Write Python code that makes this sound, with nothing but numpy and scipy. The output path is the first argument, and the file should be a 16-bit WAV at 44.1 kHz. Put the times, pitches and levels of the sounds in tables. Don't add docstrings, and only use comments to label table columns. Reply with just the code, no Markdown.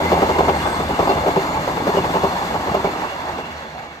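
import sys
import numpy as np
from scipy import signal
from scipy.fft import rfft, irfft
from scipy.io import wavfile
from scipy.ndimage import uniform_filter1d, map_coordinates

SR = 44100
rng = np.random.default_rng(int(sys.argv[2]) if len(sys.argv) > 2 else 0)


def store_pcm(level_fs):
    pcm = np.round(np.clip(level_fs, -1, 1) * 32767).astype(np.int16)
    wavfile.write(sys.argv[1], SR, np.atleast_2d(pcm).T)


N = 176400

# pitch_hz, width_hz, passing_db, leaving_db
WHEEL_NOTES = [(1577, 160, -1, -10), (2100, 90, 4, -25), (2282, 110, -1, -3.5), (2795, 260, 0, 0),
               (3500, 228, -1, -5.5), (4267, 320, -4, -5.5), (4940, 357, -12, -18), (5900, 650, -13.5, -13),
               (6650, 600, -17.5, -16)]


def undb(db):
    return 10 ** (np.asarray(db) / 20)


def unit(x):
    return x / np.sqrt(np.mean(x ** 2) + 1e-18)


def over_hz(points):
    hz, value = np.array(points, float).T
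    return np.interp(np.log(np.fft.rfftfreq(N, 1 / SR) + 1e-9), np.log(hz), value)


def colour(points):
    cepstrum = irfft(np.log(undb(over_hz(points))), N)
    cepstrum[1:N // 2] *= 2
    cepstrum[N // 2 + 1:] = 0
    return np.exp(rfft(cepstrum))


def resonance(hz, width_hz):
    f = np.fft.rfftfreq(N, 1 / SR) + 1e-9
    return 1 / (1 + 1j * (f * f - hz * hz) / (f * width_hz))


def through(x, response):
    return irfft(rfft(x) * response, N)


def wander(per_s):
    hold = int(SR / per_s)
    steps = np.repeat(rng.standard_normal(N // hold + 1), hold)
    return 1.3 * uniform_filter1d(uniform_filter1d(steps, hold), hold)[:N]


def flutter(phase, per_s):
    return np.array([wander(per_s) * np.sin(phase) + wander(per_s) * np.cos(phase) for _ in range(2)])


def passing(t, closest_s, speed_m_s=26, track_m=7.21):
    along_m = speed_m_s * (t - closest_s)
    distance_m = np.hypot(along_m, track_m)
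    return 1 / (1 + speed_m_s / 343 * along_m / distance_m), track_m / distance_m


def roughness(jolts_per_s=500, jolt_share=0.18):
    jolts = (rng.random(N) < jolts_per_s / SR) * rng.standard_normal((2, N))
    return np.sqrt(1 - jolt_share) * rng.standard_normal((2, N)) + np.sqrt(jolt_share) * unit(jolts)


def rolling(t):
    # time_s, rumble_db, roar_db, hiss_db
    loudness = [(0, -28.5, -24, -32.5), (.3, -30, -24, -33), (.6, -29.5, -24.5, -32.5),
                (.9, -30, -25.5, -34.5), (1.15, -29.5, -24.5, -34), (1.48, -33.5, -26, -34),
                (1.75, -30.5, -28, -35), (2.05, -30.5, -26, -34), (2.35, -32.5, -26.5, -33),
                (2.65, -32, -27.5, -34.5), (2.95, -37, -28, -34), (3.19, -49.5, -30.5, -36),
                (3.36, -37, -30.5, -37), (3.55, -45, -37, -39.5), (3.75, -47, -37.5, -41),
                (4.0, -49, -41, -43)]
    # pitch_hz, level_db
    rumble_tone = [(20, -41), (30, -26), (40, -13), (52, -6), (80, -3), (125, -5.5), (170, 1.5), (215, -3),
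                   (250, -2), (320, 0), (500, -20), (1000, -58.5)]
    roar_tone = [(150, -14.5), (330, -8), (600, -2.5), (870, 1), (1050, -1.5), (1350, -9), (1800, -48),
                 (3500, -54.5)]
    # pitch_hz, level_db
    thinning_hiss = [(700, -11), (1600, 6), (2000, 2.5), (2500, -4.5), (3150, -7.5), (4500, -6.5),
                     (5400, -14), (6700, -12.5), (8800, -15), (10000, -37), (11300, -15), (14800, -28.5)]
    times, *levels = np.array(loudness).T
    rumble_db, roar_db, hiss_db = (np.interp(t, times, level) for level in levels)
    shaken = lambda tone: unit(through(roughness(), colour(tone))) * undb(1.1 * wander(per_s=35.11))
    rumble = shaken(rumble_tone) * undb(rumble_db + 2)
    roar = shaken(roar_tone) * undb(roar_db + 2.76)
    noise = rng.standard_normal((2, N)) + 0.15 * roughness()
    hiss = unit(through(noise, colour(thinning_hiss))) * undb(3 + 1.2 * wander(per_s=44.98))
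    leaving_s, treble_hz, loss_db_per_s = 2.34, 5093, 5.5
    dull = through(hiss, 1 / (1 + (np.fft.rfftfreq(N, 1 / SR) / treble_hz) ** 4))
    hiss = dull + (hiss - dull) * undb(-loss_db_per_s * np.maximum(t - leaving_s, 0))
    return rattle(rumble + roar) + (hiss + wheel_ring(t)) * undb(hiss_db)


def rattle(sound):
    centres = [130, 200, 280, 400, 560, 750, 950, 1200]
    bands = (through(sound, over_hz(list(zip(centres, pick)))) for pick in np.eye(len(centres)))
    return sum(band * unit(undb(2.2 * wander(per_s=26))) for band in bands)


def wheel_ring(t, ping_share=0.55, pitch_drop=0.018):
    away = np.interp(t, [1.5, 3.3], [0, 1])
    force = roughness()
    ring = np.zeros((2, N))
    for hz, width_hz, passing_db, leaving_db in WHEEL_NOTES:
        singing = unit(through(force, resonance(hz, width_hz) ** 2))
        note = np.sqrt(1 - ping_share) * singing + np.sqrt(ping_share) * pings(hz, width_hz)
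        ring += note * undb(passing_db + (leaving_db - passing_db) * away + 2.5 * wander(per_s=24))
    slowing_clock = np.cumsum(1 - pitch_drop * away)
    return np.array([map_coordinates(row, [slowing_clock], mode="mirror") for row in ring]) * undb(-2.5) / 2


def pings(hz, width_hz, per_s=70, ring_s=0.2):
    t = np.arange(int(ring_s * SR)) / SR
    fade = undb(-60 * t / ring_s) * np.minimum(t / .004, 1)
    count = int(per_s * N / SR)
    out = np.zeros((2, N + len(t)))
    for k, (detune, strength, *offsets) in enumerate(rng.standard_normal((count, 4))):
        i = int((k + rng.random()) * N / count)
        cycles = (hz + 0.35 * width_hz * detune) * t + np.array(offsets)[:, None]
        out[:, i:i + len(t)] += undb(1.5 * strength) * fade * np.sin(2 * np.pi * cycles)
    return unit(out[:, :N])


def engines(t):
    # closest_s, firing_hz, level_db
    cars = [(0.329, 77.76, -25), (1.15, 76.8, -42), (2.199, 81.65, -35.5), (3.451, 81.8, -40)]
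    # multiple_of_firing_rate, level_db
    harmonics = [(1, -4), (2, -7.5), (3, -8.5)]
    out = np.zeros(N)
    for closest_s, firing_hz, level_db in cars:
        bend, nearness = passing(t, closest_s)
        pitch_hz = firing_hz * bend * (1 + 0.0044 * wander(per_s=18))
        phase = 2 * np.pi * np.cumsum(pitch_hz) / SR
        drone = sum(undb(db + 1.55 * wander(per_s=9)) * np.sin(round(k) * phase) for k, db in harmonics)
        out += undb(level_db) * nearness * drone
    return np.array([out, np.zeros(N)])


def rail_joints(attack_s=0.00077, release_s=0.0065, tail_s=0.03, contacts_per_s=1500):
    # start_s, level_db, thud_db, clang_db, length_s
    blows = [(0.019, -20.5, 3.5, -22, 0.01), (0.046, -14.5, -24, -20, 0.015), (0.117, -8, -0.5, -20, 0.026),
             (0.167, -17.5, -1, -4, 0.042), (0.219, -9.5, -3.5, -3, 0.017), (0.29, -12, -1.5, -11, 0.022),
             (0.346, -24, 1, -17, 0.023), (0.384, -8.5, -6.5, -9.5, 0.027), (0.424, -19, 9.5, -15, 0.011),
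             (0.483, -8.5, -5.5, -1.5, 0.018), (0.655, -18.5, -22, 5.5, 0.017), (0.797, -14, -6, -12, 0.01),
             (0.893, -20, 3, 0, 0.024), (0.991, -9.5, -2.5, -4, 0.015), (1.018, -13.5, -15, -21, 0.014),
             (1.073, -8, -14, -9, 0.0033), (1.092, -11, -4.5, -4.5, 0.027), (1.168, -17, -12, -3, 0.023),
             (1.261, -10.5, -3.5, -14, 0.027), (1.299, -23, -2, 3.5, 0.014), (1.36, -11.5, 5.5, -3, 0.018),
             (1.544, -26, -30, 12, 0.013), (1.563, -24, -8, 4, 0.0038), (1.676, -12, -9, -24, 0.0085),
             (1.77, -16.5, -4, 2, 0.0084), (1.797, -19, -4, -10, 0.0075), (1.868, -10.5, -3, -9, 0.021),
             (1.896, -12.5, -4, -18, 0.0091), (1.939, -18.5, 3.5, -5, 0.016),
             (1.965, -10.5, -1, -14, 0.023), (2.037, -23.5, 6, 9.5, 0.013),
             (2.138, -13.5, -1.5, -8.5, 0.033), (2.235, -10.5, 3.5, -18, 0.012),
             (2.410, -32.5, -14, 12.5, 0.02), (2.543, -18, -4, 3, 0.021), (2.670, -17.5, -7, 0, 0.012),
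             (2.743, -8.5, -10, -34, 0.01), (2.763, -16, -0.5, -13, 0.013), (2.842, -13, -3, -10, 0.032),
             (3.019, -37.5, 2.5, 18, 0.034), (3.271, -24.5, -22, -0.5, 0.033),
             (3.383, -21.5, -31, -6, 0.019)]
    # pitch_hz, level_db
    dull_knock = [(60, -57), (170, -13), (260, -5), (370, 4.5), (520, 5.5), (720, 4.5), (1050, -1),
                  (1450, -12), (1850, -27), (2800, -25), (4500, -30.5), (8000, -38), (10000, -48),
                  (14000, -38)]
    # pitch_hz, ring_s (time to fade by 60 dB), level_db
    rail_notes = [(827, 0.038, -2), (875, 0.24, 4.5), (943, 0.092, -7.5), (1109, 0.12, -3.5)]
    size = SR // 3
    t = np.arange(size) / SR
    soften = colour([(2660, 0), (10640, -20)])
    rail = sum(undb(db) * resonance(hz, np.log(1000) / np.pi / ring_s) for hz, ring_s, db in rail_notes)
    wheel = sum(undb(db) * resonance(hz, width_hz) for hz, width_hz, db, _ in WHEEL_NOTES)
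    parts = [rfft(irfft(part, N)[:size]) for part in (colour(dull_knock), soften * rail, soften * wheel)]
    out = np.zeros((2, N + size))
    for start_s, level_db, thud_db, clang_db, length_s in blows:
        after = np.maximum(t - length_s, 0)
        fade = np.exp(-after / release_s) + undb(-19) * np.exp(-after / tail_s)
        shape = np.minimum(t / attack_s, 1) * fade
        i = int(start_s * SR)
        out[0, i:i + size] += thud(t, length_s) * undb(level_db + thud_db)
        for part, part_db in zip(parts, [0, clang_db, -18.5]):
            touches = rng.random(size) < contacts_per_s / SR
            contacts = touches * np.sign(rng.standard_normal((2, size))) * shape
            contacts[0, int(attack_s * SR)] += 1.46
            ring = irfft(rfft(contacts) * part, size)
            ring = np.array([unit(row) for row in ring]) * np.sqrt(np.mean(shape ** 2))
            out[:, i:i + size] += ring * undb(level_db + part_db + 0.4) / 2
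    return out[:, :N]


def thud(t, length_s, rise_s=0.0028):
    # pitch_hz, ring_s (time to fade by 60 dB), level_db
    sleeper_notes = [(177, 0.043, -8), (390.2, .14, -3.5)]
    after = np.maximum(t - length_s, 0)
    ring = np.zeros(len(t))
    for hz, ring_s, db in sleeper_notes:
        detune, offset = rng.standard_normal(2)
        cycles = hz * (1 + 0.015 * detune) * t + offset
        ring += undb(db - 60 * after / ring_s) * np.sin(2 * np.pi * cycles)
    return ring * (1 - np.exp(-t / rise_s)) * undb(-3)


def squeaks(t):
    # peak_s, pitch_hz, level_db, swell_s, flutters_per_s
    touches = [(0.07, 2060, -24, 0.025, 36), (0.69, 1560, -26, 0.032, 160), (1.117, 2736, -34.5, 0.035, 85),
               (1.102, 4290, -33, 0.014, 80), (1.096, 4790, -39, .016, 80), (1.521, 6930, -43, 0.069, 600),
               (1.983, 2880, -30, 0.015, 140), (2.858, 2250, -27, 0.0079, 200),
               (3.445, 2740, -42, 0.09, 250)]
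    out = np.zeros((2, N))
    for peak_s, hz, db, swell_s, flutters_per_s in touches:
        swell = np.exp(-((t - peak_s) / swell_s) ** 2 / 2)
        out += undb(db) * swell * flutter(2 * np.pi * hz * t, flutters_per_s) / np.sqrt(2)
    return out


def turbo(t, whistle_hz=8470):
    # time_s, level_db
    loudness = [(.4, -66), (.58, -48), (.72, -42), (.85, -54), (1, -51.5), (1.2, -64), (1.4, -110)]
    bend, _ = passing(t, closest_s=0.53)
    phase = 2 * np.pi * np.cumsum(whistle_hz * bend) / SR
    return flutter(phase, per_s=520) * undb(np.interp(t, *np.array(loudness).T))


def microphones(pair):
    # pitch_hz, likeness (0 to 1)
    likeness = [(60, .98), (300, .965), (600, .85), (1000, .7), (1500, .65), (2000, .15), (5000, .25),
                (8000, .7), (12000, .92)]
    # pitch_hz, delay_s
    right_delay = [(350, .00003), (700, .00014), (1000, .00024), (1700, .00021), (2500, .00019),
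                   (6500, .000165), (10000, .000158), (14000, .000146)]
    alike = np.clip(over_hz(likeness), 0, .999)
    direct, scattered = rfft(pair)
    mid, side = direct * np.sqrt((1 + alike) / 2), scattered * np.sqrt((1 - alike) / 2)
    half_delay = np.exp(-1j * np.pi * np.fft.rfftfreq(N, 1 / SR) * over_hz(right_delay))
    return irfft(np.array([(mid + side) / half_delay, (mid - side) * half_delay]), N)


def scene():
    # time_s, left_minus_right_db
    balance = [(0, .3), (2.7, 0), (3.2, -1.9), (4, -2.2)]
    t = np.arange(N) / SR
    balance_db = np.interp(t, *np.array(balance).T)
    end_fades = np.clip(np.minimum(t, t[-1] - t) / 0.004, 0, 1)
    train = rail_joints() + rolling(t) + squeaks(t) + engines(t) + turbo(t)
    return microphones(end_fades * train) * undb(np.array([balance_db, -balance_db]) / 2)


def record(dry, low_cut_hz=27, high_cut_hz=15100):
    dry = signal.sosfilt(signal.butter(4, low_cut_hz, "high", fs=SR, output="sos"), dry)
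    return signal.sosfilt(signal.ellip(8, .2, 70, high_cut_hz, fs=SR, output="sos"), dry)


dry = scene()
out = record(dry)
store_pcm(out)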